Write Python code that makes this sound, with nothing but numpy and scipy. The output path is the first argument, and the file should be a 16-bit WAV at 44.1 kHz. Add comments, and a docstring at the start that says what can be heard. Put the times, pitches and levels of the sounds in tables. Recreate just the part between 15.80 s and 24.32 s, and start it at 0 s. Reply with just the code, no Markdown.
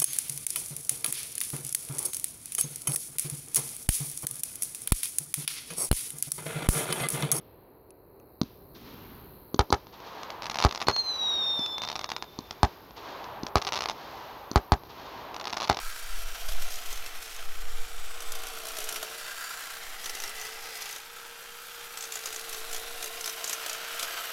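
"""Cordless hedge trimmer in a twiggy shrub

Outdoors, a few metres from the microphone, a motor hums at its turning rate and slows with each cut.
Gear impacts rattle case and housing; the blades scrape and the bar clacks, twice a crank turn.
Leaves crunch in bursts of tiny impacts, and twigs snap as tearing fibres with a crack, knock and splinters.
Delayed copies from the lawn and a house wall shift as the trimmer moves, over a short tail from the yard.
A light wind rumbles on the microphone as gusts of low noise over a faint background."""
import sys
import numpy as np
from scipy import signal
from scipy.fft import rfft, irfft, next_fast_len
from scipy.io import wavfile
from scipy.ndimage import uniform_filter1d, map_coordinates

SR = 44100
rng = np.random.default_rng(int(sys.argv[2]) if len(sys.argv) > 2 else 0)


def int16_out(signal):
    """Quantize to a 16-bit WAV file."""
    q = np.round(np.clip(np.atleast_2d(signal).T, -1, 1) * 32767)
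    wavfile.write(sys.argv[1], SR, q.astype(np.int16))


N = 375732  # length in samples


def amp(db):
    """Decibels to gain."""
    return 10 ** (np.asarray(db) / 20)


def unit(x):
    """x at rms 1."""
    return x / np.sqrt(np.mean(x ** 2) + 1e-20)


def curves(rows):
    """One value per sample for each column after the time."""
    s, *columns = np.transpose(rows)
    return [np.interp(np.arange(N) / SR, s, column) for column in columns]


def wobble(rate):
    """A smooth random curve, rate knots a second."""
    knots = rng.standard_normal(int(N * rate / SR) + 4)
    return map_coordinates(knots, [np.arange(N) * rate / SR])


def swell(s, half):
    """A bell-shaped rise and fall around time s."""
    return np.exp(-((np.arange(N) / SR - s) / half) ** 2)


def beat(phase, depth_db):
    """A gain that swells once a cycle, at rms 1."""
    return unit(amp(depth_db * np.cos(2 * np.pi * phase)))


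def noise():
    """White noise."""
    return rng.standard_normal(N)


def ticks(rate, size=N):
    """Tiny impacts at random moments, rate a second, of random strength."""
    return rng.standard_normal(size) * (rng.random(size) < rate / SR)


def filtered(x, response):
    """x times a complex response of frequency."""
    m = next_fast_len(len(x) + 8192)
    spectrum = rfft(x, m) * response(np.fft.rfftfreq(m, 1 / SR))
    return irfft(spectrum, m)[:len(x)]


def coloured(x, spectrum):
    """x shaped by (Hz, dB) points, at rms 1."""
    f, db = np.transpose(spectrum)
    return unit(filtered(x, lambda hz: amp(np.interp(np.log(hz + 1), np.log(f), db))))


def rung(x, modes):
    """x ringing in (Hz, width Hz, dB) resonances, at rms 1."""
    def response(f):
        return sum(amp(db) * 1j * f * w / (c * c - f * f + 1j * f * w) for c, w, db in modes)
    return unit(filtered(x, response))


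def swept(x, modes, shift):
    """x through (Hz, width Hz, dB) resonances whose frequencies all move by the factor shift, at rms 1."""
    hz, s, z = signal.stft(x, SR, nperseg=1024)
    f = hz[:, None] / np.interp(s, np.arange(N) / SR, shift)
    power = sum(amp(db) ** 2 * (f * w) ** 2 / ((c * c - f * f) ** 2 + (f * w) ** 2) for c, w, db in modes)
    return unit(signal.istft(z * np.sqrt(power), SR, nperseg=1024)[1][:N])


# The blades bite into a bunch of twigs. Each row: start in seconds, length in seconds, drag in Hz (the sag
# it would settle at), typical level of its thin twigs in dB, their splinters in dB.
CUTS = [(0.681, 0.082, 26.5, -45.0, -3.0), (0.817, 0.18, 26, -52, -3.0), (1.037, 0.14, 24.0, -38, -8),
        (1.259, 0.025, 22, -40.0, -4.5), (1.427, 0.14, 19.4, -35.5, -8), (2.454, 0.41, 9.2, -42, 13.0),
        (2.862, 0.076, 25.4, -47, 8.0), (2.973, 0.057, 64, -38, 3.0), (3.08, 0.111, 37.5, -34, 0.0),
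        (3.227, 0.034, 43, -45, 0.0), (4.24, 0.08, 62, -36, -8), (4.351, 0.075, 51, -39, -8),
        (4.421, 0.083, 59, -33.0, -11.0), (4.564, 0.092, 34, -35, -9.0), (4.655, 0.12, 18.6, -47, -6.0),
        (4.79, 0.17, 10.4, -44, -6), (4.953, 0.13, 39.9, -43, -7.0), (5.078, 0.13, 31.2, -42, -3.0),
        (6.186, 0.076, 18, -40.0, -6.0), (6.322, 0.07, 31.8, -34, -8.0), (6.436, 0.078, 30, -33, -10.0),
        (6.526, 0.088, 21.4, -37, 1), (6.684, 0.14, 20, -38, 3.0), (6.913, 0.086, 24, -38.0, 4),
        (7.225, 0.063, 29.5, -41, 0.0), (7.418, 0.089, 30.5, -34.0, 2.0), (7.64, 0.11, 31, -34.0, 2),
        (7.8, 0.16, 17.2, -47.0, 0.0), (8.2, 0.063, 24.6, -29, 0)]
FREE_HZ = 465.8  # mean motor turns a second with nothing between the teeth
TURNS_PER_STROKE = 7.58  # motor turns; two strokes make a crank turn
INERTIA_S = 0.04  # the rotor's speed trails the load
FULL_SAG_HZ = 30.3  # drag that counts as a full load
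BEND_S = 0.01177  # the twigs load the motor this long before they snap


def motor(waver_hz=3.2):
    """Load (1 = full) and speed: each cut drags the motor down, and it recovers once the twigs are through."""
    t = np.arange(N) / SR + BEND_S
    drag_hz = sum(drag * ((t > s) & (t < s + length)) for s, length, drag, _, _ in CUTS)
    keep = np.exp(-1 / (INERTIA_S * SR))
    sag_hz = signal.lfilter([1 - keep], [1, -keep], drag_hz)
    load = np.clip(uniform_filter1d(drag_hz / FULL_SAG_HZ, size=1500), 0, 1)
    return load, FREE_HZ - sag_hz + waver_hz * wobble(8)


# How strongly the hum is heard as the trimmer turns. Each row: time in seconds, level in dB before trim
# and flutter.
HUM = [(0, -63), (1.35, -61), (1.8, -60), (1.99, -55), (2.2, -60), (2.6, -53), (3.3, -51), (3.6, -62),
       (4.1, -62.5), (4.7, -52.5), (5.2, -60.5), (5.38, -58), (6.1, -56.5), (6.55, -51), (7.1, -49.5),
       (8.52, -55.5)]


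def hum(stroke, flutter_db=1.3, trim_db=-1.5):
    """The motor's unbalance sings at its turning rate; the crank adds weak side tones."""
    turn = 2 * np.pi * stroke * TURNS_PER_STROKE
    sway = 1 + 0.38 * np.cos(2 * np.pi * stroke) + 0.08 * np.cos(np.pi * stroke)
    level_db = curves(HUM)[0] + trim_db + flutter_db * wobble(30)
    return amp(level_db) * unit(sway * np.sin(turn))


def gears(stroke, repeat_db=-5, renew_per_s=3, size=1400):
    """Tooth impacts: a slowly changing pattern returns with every crank turn, the rest rattles freely."""
    renewal = np.arange(N) / SR * renew_per_s
    teeth = rng.standard_normal((int(renewal[-1]) + 2, size))
    position = stroke / 2 % 1 * size  # place within the crank turn
    pattern = unit(map_coordinates(teeth, [renewal, position], order=1, mode="grid-wrap"))
    rattle = amp(repeat_db) * pattern + unit(ticks(3200))
    return rattle * beat(stroke / 2, depth_db=1.03) * amp(1.4 * wobble(45))


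# Running mechanism as the tool is moved. Each row: time in seconds, gear rattle in dB, blade slide in dB,
# both before trim and load.
RUNNING = [(0.0, -46.5, -44.5), (0.47, -43.5, -47), (0.95, -44, -48), (1.83, -46.5, -51),
           (2.18, -46.5, -50.5), (2.65, -43, -48), (3.06, -42.5, -46), (3.63, -45, -44.5),
           (4.08, -45, -47.5), (4.39, -44, -46.5), (4.75, -43, -48.5), (5.12, -42.5, -49),
           (5.25, -47, -52.5), (5.9, -47.5, -49.5), (6.5, -43.5, -47), (7.52, -42.5, -45),
           (7.76, -39.5, -46), (8.52, -37, -45)]
# Gear case noise. Each row: frequency in Hz, level in dB.
GEAR_COLOUR = [(100, -28), (270, -35), (400, -14.5), (620, -9), (920, -4), (1130, -3), (1330, -1.5),
               (1520, 1.5), (1750, -4), (2500, -2), (3200, -2.2), (4200, -7.5), (6500, -9), (16000, -57)]
# Boom of the plastic housing. Each row: time in seconds, level in dB with no load.
BOOM = [(0, -64), (.8, -53.5), (2.1, -60), (2.6, -52.5), (3.2, -50), (3.5, -58.5), (5.0, -56.5),
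        (5.3, -61.5), (5.95, -61), (6.5, -55.5), (7.3, -52), (8.52, -55.5)]
# Housing resonances. Each row: frequency in Hz, width in Hz, level in dB.
HOUSING_MODES = [(518, 17, -25), (635, 290, 6)]
# Hollow, gliding resonance in the gear noise, as the lawn echo's lag changes. Each row: time in seconds,
# level in dB, factor on the resonance frequencies.
GLIDE = [(0, -58, 1.08), (3.6, -59.5, 0.77), (4.3, -48.5, 0.94), (5.1, -51, 1), (5.3, -61, 1.08),
         (5.8, -65, 1.1), (6.3, -70, 1), (8.52, -50, 0.85)]
# Gliding resonances before that factor. Each row: frequency in Hz, width in Hz, level in dB.
GLIDE_MODES = [(800, 180, -7.5), (2070, 290, -3.5)]
# Steel bar's ring, strongest when it swings clear of the shrub. Each row: time in seconds, level in dB.
BAR_RING = [(0, -45.5), (.5, -54), (.8, -75), (2.1, -58), (2.6, -69), (3.2, -61), (3.45, -44.5),
            (3.63, -41.5), (3.85, -43.5), (4.2, -56), (5.5, -57), (7.4, -53), (8.52, -49)]
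# Bar resonances. Each row: frequency in Hz, width in Hz, level in dB.
BAR_MODES = [(1396, 106, 4), (1590, 95, 5.5), (4210, 77, -3.5), (4640, 170, -2.5), (6940, 220, -5.5),
             (7360, 160, -6.5), (9600, 190, -8), (12680, 140, -9.5)]
# Gear case's ring, strongest when its side faces the microphone. Each row: time in seconds, level in dB.
CASE_RING = [(0, -49), (.6, -54), (1.3, -51), (2.1, -52), (3.1, -50), (3.6, -51), (4.4, -57), (5.3, -56.5),
             (6.1, -50.5), (7.3, -55), (7.9, -47), (8.52, -47.5)]
# Gear case resonances. Each row: frequency in Hz, width in Hz, level in dB.
CASE_MODES = [(1335, 94, 3.5), (1496, 69, -7), (2307, 140, -4.5), (2685, 160, -7), (3070, 150, -7),
              (5520, 130, -11)]


def drive(stroke, load, trim_db=-2.5, strain_db=-1.0, boom_strain_db=-1.0):
    """The gears shake case and hollow housing, a little softer under load; case and bar ring at each reversal."""
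    def clack():
        return ticks(2200) * beat(stroke, depth_db=2.0) * beat(stroke / 2, depth_db=2.0)

    case = amp(curves(RUNNING)[0] + trim_db + strain_db * load) * coloured(gears(stroke), GEAR_COLOUR)
    housing = amp(curves(BOOM)[0] + boom_strain_db * load) * rung(gears(stroke), HOUSING_MODES)
    glide_db, shift = curves(GLIDE)
    glide = amp(glide_db) * swept(gears(stroke), GLIDE_MODES, shift)
    bar_ring = amp(curves(BAR_RING)[0]) * rung(clack(), BAR_MODES)
    case_ring = amp(curves(CASE_RING)[0]) * rung(clack(), CASE_MODES)
    return case + housing + glide + bar_ring + case_ring


# Steel sliding on steel. Each row: frequency in Hz, level in dB.
SLIDE = [(500, -15), (2500, 4.5), (5500, 1.5), (8800, -0.5), (10500, 1.5), (12500, 0.5), (14500, -3),
         (16000, -10)]
# Blades' ring over their scraping, strongest while they are held flat. Each row: time in seconds,
# high modes in dB, bending mode in dB.
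BLADE_RING = [(0, -16, -11), (.6, -8, -8.5), (1.4, -7, -13), (2, -15, -15), (4, -15, -13), (5.7, -7, -34),
              (7.2, -11, -37), (8.52, -2.5, -24)]
# High blade resonances. Each row: frequency in Hz, width in Hz, level in dB before it fades in and out.
BLADE_MODES = [(7950, 150, -2.5), (9950, 120, -7), (12060, 170, 5), (12600, 430, -7), (13720, 110, -6)]
# Bending resonance of the blades. Each row: frequency in Hz, width in Hz, level in dB.
BLADE_BEND = [(5610, 130, 0)]
# Tinny rings that swell and fade as the tool is turned. Each row: crest in seconds, half-length in seconds,
# frequency in Hz, width in Hz, level at the crest in dB.
PASSING_RINGS = [(0.95, 0.49, 3160, 280, -54), (1.02, .25, 6300, 250, -57), (1.2, 0.27, 2100, 160, -56),
                 (1.4, 0.36, 2570, 90, -57), (2.0, 0.31, 7250, 350, -59), (2.35, 0.24, 7860, 301, -55),
                 (2.9, 0.71, 3500, 300, -55.5), (4.85, .35, 5010, 500, -52), (5.5, 0.88, 1550, 150, -57),
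                 (5.55, .35, 990, 140.1, -60), (7.2, 1.23, 9760, 140.4, -58.5), (7.3, 0.85, 3800, 300, -53),
                 (8.2, .5, 3032, 120, -49)]


def blades(stroke, load, trim_db=0.23, strain_db=2.1, fade_db=1.5, fade_per_s=3):
    """The toothed blades scrape over each other on every stroke and ring thinly; the high rings come and go."""
    rubbing = beat(stroke, depth_db=1.35) * amp(1.6 * wobble(60))

    def scrape():
        return ticks(14000) * rubbing

    high_db, bend_db = curves(BLADE_RING)
    high = unit(sum(amp(db + fade_db * wobble(fade_per_s)) * rung(scrape(), [(hz, width, 0)])
                    for hz, width, db in BLADE_MODES))
    bend = rung(scrape(), BLADE_BEND)
    steel = coloured(scrape(), SLIDE) + amp(high_db) * high + amp(bend_db) * bend
    contact = scrape()
    passing = sum(amp(db) * swell(s, half) * rung(contact, [(hz, width, 0)])
                  for s, half, hz, width, db in PASSING_RINGS)
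    return amp(curves(RUNNING)[1] + trim_db + strain_db * load) * steel + passing


# Leaves and thin shoots being crushed. Each row: frequency in Hz, level in dB.
CRUNCH = [(200, -24), (700, -3.5), (3000, 4.5), (4300, 2.5), (6000, 5), (8500, -6.5), (12000, -3.5),
          (16000, -19)]


def foliage(stroke, load, scatter_db=5, closing=0.28, brushing=0.31, size=600):
    """Each closing of the teeth crushes a new bite of shoots; the greater the load, the louder the crunch."""
    count, age = np.divmod(stroke + 0.11, 1)  # age and closing in strokes
    bite = amp(scatter_db * np.tanh(rng.standard_normal(size)))[count.astype(int)]
    squeeze = (age / closing) ** 2 * np.exp(-2 * age / closing)  # the shoots bend, then give way
    crush = ticks(7000) * bite * (squeeze + 0.034)
    return amp(-54.0) * (brushing + load) * coloured(crush, CRUNCH)


# Thick twigs that crack above the crunch. 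Each row: time in seconds, level in dB (19 dB above the burst's
# rms), tearing time in ms, crack pitch in Hz, then crack, woody knock and splinters in dB over the crunch.
SNAPS = [(0.686, -26.5, 3.2, 6800, -8, 1, -2.0), (0.72, -30.5, 1.6, 6200, -9.0, -10, -10),
         (0.8208, -27, 2.5, 7600, -14, -3, -4), (0.887, -38, 1, 6300, 9.0, -0.0, -0.0),
         (0.9044, -32, 1.6, 5400, -1.0, -8, -3), (0.9222, -33.4, 0.6, 6200, 1.0, -12.0, -6.0),
         (0.9392, -32, 1.3, 5400, 3, -9, -2.0), (0.956, -32, 1.3, 6000, 12, -12.0, 7.0),
         (1.058, -32, 2.5, 5500, -2.0, -2, -3), (1.126, -28.5, 2.5, 6170, 11, 9, 7),
         (1.2614, -30, 1.2, 6600, -7, -2, -8), (1.4255, -32, 1.4, 6900, -5.0, -5.0, -4),
         (2.404, -31, 1.06, 6100, 5, -11, 1), (2.42, -31, 3.8, 5900, 3.0, 8, 9.0),
         (2.519, -26.5, 2, 6000, -2.0, -8.0, 2), (2.551, -29, 2.3, 5980, -1.0, 1.0, 4.0),
         (2.6352, -31, 1.36, 6200, -12.0, 5, 6), (2.669, -29.5, 0.64, 6100, 1.0, 4, 5),
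         (2.8512, -29, 2, 5400, 4.0, 6, 8), (2.8685, -31, 1.1, 6270, -2.0, -4.0, 5),
         (2.884, -28, 1.5, 7100, -3.0, 1, 2.0), (2.9177, -33, 1.1, 8100, 2.0, 4, 10),
         (2.9681, -29, 1.6, 5400, -9, -13, -4.0), (2.985, -25, 1.5, 5800, -4, 1, 4.5),
         (3.0026, -29, 1.4, 5900, 0, -7, 4), (3.0412, -28.5, 0.94, 6460, 7.0, -12.0, 9.0),
         (3.0885, -23, 2, 7900, -5, -12.0, -4), (3.1244, -25.5, 1.8, 5400, 6.0, 8, 11),
         (3.1432, -30, 0.62, 5410, 6, 0, 11), (3.1585, -23, 3.6, 8100, -16, -5, -6),
         (3.2266, -23.5, 2.5, 6200, 3, 6.5, 3.5), (4.2406, -28.5, 2.9, 5810, 10, 7, 1.0),
         (4.2573, -24.5, 1.7, 5900, -1, -6, -9.0), (4.295, -26, 0.98, 5700, 4.0, -2, -4.0),
         (4.3503, -28, 1.35, 5910, 5, 1, -3.0), (4.401, -26.5, 1, 5840, 1, -6, -16),
         (4.437, -25, 1.5, 5710, -2, -10, -15), (4.4754, -30.5, 1.6, 5390, 9.0, -11.0, -0.0),
         (4.4928, -31, 1.5, 7900, 2, 4, -1), (4.597, -33.5, 0.74, 6100, 6, -12.0, -5),
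         (4.6137, -28, 0.71, 6045, 6, -6, -1.0), (4.6665, -34, 1.4, 6130, 11, 6, 4),
         (5.02, -27.0, 1.93, 5920, -2, -14, -8), (5.056, -31, 1.35, 5795, -5.0, -14, -9.0),
         (5.091, -32, 1.6, 6100, -5.0, -7.0, -4.0), (5.109, -33, 1.5, 8100, -2, -12.0, -7),
         (5.126, -30.5, 1, 6000, 6, -4, -11.0), (5.1608, -30.5, 1.3, 5870, 5.0, 5, 1.0),
         (5.385, -38, 1.2, 5900, -4, 8, -8), (5.4505, -38, 0.6, 5900, -4, 9, -10),
         (6.1726, -28, 1.4, 7800, -3, -9, -15), (6.2063, -28, 1.8, 6600, 4, -12.0, -12.0),
         (6.223, -28.5, 2.6, 7890, -1, -12.0, -12.0), (6.238, -28, 2.5, 6300, 10, 4, -4.0),
         (6.321, -25, 1.77, 6940, 3, -8, -2), (6.3384, -32, 2.44, 6960, 5, -9, -12.0),
         (6.3552, -24, 2.24, 6880, 7.0, 1, -8), (6.4564, -22.5, 2.23, 6510, 4, -1.5, -5),
         (6.526, -28, 1.84, 7880, -6, -8, -10), (6.5442, -30, 0.92, 7690, 3, -8, -12.0),
         (6.5606, -26, 1.66, 6430, 8.0, 2, 0), (6.693, -29.5, 2.15, 6300, -3.0, -2, 8),
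         (6.727, -28, 3.4, 5946, -8, -7.0, -1), (6.745, -28, 1.5, 6080, 11, 10, 4.0),
         (6.928, -24.3, 2.85, 7220, 0, -10, -1), (6.9455, -25, 2.06, 6500, -12.0, -6.0, -5),
         (6.962, -27.5, 2.46, 6920, -5.0, -9, -12.0), (7.2255, -25, 2.3, 7100, -5, -6, -4),
         (7.242, -26, 1.64, 6330, 4.0, 1, 5.0), (7.2591, -29, 1.03, 5930, 4, -10.0, 3),
         (7.4088, -27, 1.3, 6310, 6, -9, 5.0), (7.4415, -25, 1.6, 5400, 6, -7, -2),
         (7.4583, -23, 1.22, 6010, 5, 0, 7.0), (7.4757, -24, 1.35, 6140, 1, -5, -3),
         (7.4938, -26, 1.64, 5910, 11, 4, 3.0), (7.6416, -21.5, 1.8, 6690, 1, -6, -15),
         (7.6755, -23.5, 1.64, 6300, 13, -12.0, 5), (7.6942, -21.5, 1.94, 7400, -3, -18, -6.0),
         (7.7283, -18.9, 2.86, 6310, 4, -12.0, 0), (7.8612, -24, 1.76, 6334, -1, 3, -1.0),
         (7.8947, -22.5, 2.47, 6680, -2, -9, -15), (7.93, -26, 0.97, 6580, 4.0, -1, 2),
         (8.193, -21.5, 3.8, 8060, -8.0, -10, -7), (8.227, -20, 2.7, 5460, -4, -5.0, -4)]
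# Resonances of the wood. Each row: frequency in Hz, width in Hz, level in dB.
WOOD_MODES = [(630, 165, -4), (1370, 480, -2.5), (3230, 660, -6)]
# Fine splinters of a breaking twig. Each row: frequency in Hz, level in dB.
SPLINTERS = [(1000, -26), (6000, -13), (9000, -10), (12000, -7), (16000, -24)]


def snaps(twigs, onset_s=0.0012, tail_s=0.038, shake_db=-16, width_hz=700, size=4096):
    """A twig gives way in a burst of breaking fibres: a crunch, a pitched crack, a woody knock and splinters."""
    out, t = np.zeros(N + size), np.arange(size) / SR
    for s, db, tear_ms, pitch_hz, crack_db, knock_db, splinter_db in twigs:
        age = t * 1000 / tear_ms
        # the stem gives suddenly and the break runs through it, then the leaves shake
        tear = (1 - np.exp(-t / onset_s)) * np.exp(1 - age / 2)
        shake = (1 - np.exp(-age)) * np.exp(-t / tail_s)
        envelope = tear + amp(shake_db) * shake

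        def fibres():
            return ticks(14000, size=size) * envelope

        crunch = coloured(fibres(), CRUNCH)
        crack = amp(crack_db) * rung(fibres(), [(pitch_hz, width_hz, 0)])
        knock = amp(knock_db) * rung(fibres(), WOOD_MODES)
        splinters = amp(splinter_db) * coloured(fibres(), SPLINTERS)
        start = round(s * SR)
        out[start:start + size] += amp(db - 19) * unit(crunch + crack + knock + splinters)
    return out[:N]


def thin_twigs(motor_hz, tear_ms=1.0, pitch_hz=6150, pitch_scatter=0.036, scatter_db=5.5, return_db=-3,
               crack_db=-4, knock_db=-7, clear_s=.01, count=40):
    """In a cut, each closing of the teeth that meets no thick twig snaps a thin one, weaker on the return."""
    twigs = []
    for start, length, _, db, splinter_db in CUTS:
        s = start
        for k, (force, stiffness, wood) in enumerate(np.tanh(rng.standard_normal((count, 3)))):
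            if s > start + length:
                break
            if all(abs(s - thick[0]) > clear_s for thick in SNAPS):
                level_db = db + return_db * (k % 2) + scatter_db * force
                pitch = pitch_hz * np.exp(pitch_scatter * stiffness)
                wood_db = knock_db + scatter_db * wood
                twigs.append((s, level_db, tear_ms, pitch, crack_db, wood_db, splinter_db))
            s += TURNS_PER_STROKE / motor_hz[round(s * SR)]  # one stroke later
    return twigs


def scatter(x, copy_db=-19, drift_ms=0.147, count=6):
    """Weak, randomly drawn scattered copies of the upper sound, with slowly drifting lags, blur its colour."""
    lags_ms = rng.uniform(.5, 3.5, count)
    upper = filtered(x, lambda hz: hz ** 2 / (hz ** 2 + 2000 ** 2))
    n = np.arange(N)
    copies = [np.interp(n - (ms + drift_ms * wobble(2)) * SR / 1000, n, upper) for ms in lags_ms]
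    return x + amp(copy_db) * sum(copies)


# The echoes as the trimmer moves. Each row: time in seconds, lawn lag in ms, lawn level in dB,
# house wall lag in ms.
ECHOES = [(0, 3.08, -9, 9.3), (1, 2.75, -9, 8.3), (2, 2.55, -7, 9.6), (3, 2.86, -6, 9.2),
          (3.65, 2.95, -14, 10), (4.3, 2.43, -8.5, 8.8), (5, 2.4, -11, 8.4), (5.7, 2.29, -9, 8.05),
          (6.5, 2.56, -5, 7.9), (7.25, 2.8, -7.5, 8.47), (8.52, 3.15, -12, 9.25)]


def echoes(x, lawn_hz=1150, wall_hz=2600, wall_db=-18.5):
    """The lawn returns a dull copy and the house wall a later, brighter one; both lags shift with the trimmer."""
    lawn_ms, lawn_db, wall_ms = curves(ECHOES)
    n = np.arange(N)

    def late(ms, top_hz):
        dulled = filtered(x, lambda hz: 1 / (1 + (hz / top_hz) ** 4))
        return np.interp(n - ms * SR / 1000, n, dulled)

    return x + amp(lawn_db) * late(lawn_ms, lawn_hz) + amp(wall_db) * late(wall_ms, wall_hz)


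def yard(x, t60=0.14, wet_db=-15, size=11025):
    """The shrub and the yard scatter a short, weak tail that falls 60 dB in t60 seconds."""
    tail = rng.standard_normal(size) * amp(-60 * np.arange(size) / SR / t60)
    return x + amp(wet_db) * signal.fftconvolve(x, tail / np.linalg.norm(tail))[:N]


# Gusts on the microphone. Each row: crest in seconds, level at the crest in dB, half-length in seconds.
GUSTS = [(0.06, -24.5, 0.033), (0.353, -23.5, 0.11), (0.718, -23, 0.068), (0.896, -28, 0.075),
         (1.147, -28, 0.048), (1.363, -33, .1), (1.6, -35, 0.055), (1.74, -27, 0.075), (1.966, -26, 0.21),
         (2.204, -28.5, 0.088), (2.47, -27, 0.11), (2.68, -35, 0.08), (2.949, -41.5, 0.33),
         (4.1, -39.5, 0.1), (4.4, -44.5, 0.28), (6.68, -53, 0.059), (7.024, -40, 0.24)]
# Wind rumble. Each row: frequency in Hz, level in dB.
RUMBLE = [(1, 0), (4, 15), (8, 13), (15, 0.5), (25, -6), (45, -21), (70, -28.5), (130, -48), (400, -84),
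          (1000, -120)]
# Distant background. Each row: frequency in Hz, level in dB.
AIR = [(20, 9.5), (60, -5), (110, -2.5), (145, -0.5), (210, 0), (270, -5.5), (1000, -25), (16000, -35)]
BREEZE_DB = -58  # wind between the gusts


def wind(buffet_db=2.0):
    """Gusts swell and buffet the microphone over a faint outdoor background."""
    power = amp(BREEZE_DB) ** 2 + sum(amp(db) ** 2 * swell(s, half) for s, db, half in GUSTS)
    buffeting = unit(amp(buffet_db * wobble(5.8)) * coloured(noise(), RUMBLE))
    return np.sqrt(power) * buffeting + amp(-66.5) * coloured(noise(), AIR)


def scene():
    """The cuts load the motor, and the motor's speed times every part of the trimmer."""
    load, motor_hz = motor()
    stroke = np.cumsum(motor_hz) / SR / TURNS_PER_STROKE  # strokes so far
    machine = drive(stroke, load) + blades(stroke, load)
    # the hum's levels already include its reflections, and the wind acts on the microphone
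    low = hum(stroke) + wind()
    shrub = foliage(stroke, load) + snaps(SNAPS) + snaps(thin_twigs(motor_hz))
    return (yard(echoes(scatter(machine + shrub))) + low)[None]


TOP_HZ = 15900  # band limit


def record(dry):
    """The microphone channel keeps nothing above its band limit."""
    return filtered(dry[0], lambda hz: hz < TOP_HZ)[None]


dry = scene()
out = record(dry)
int16_out(out)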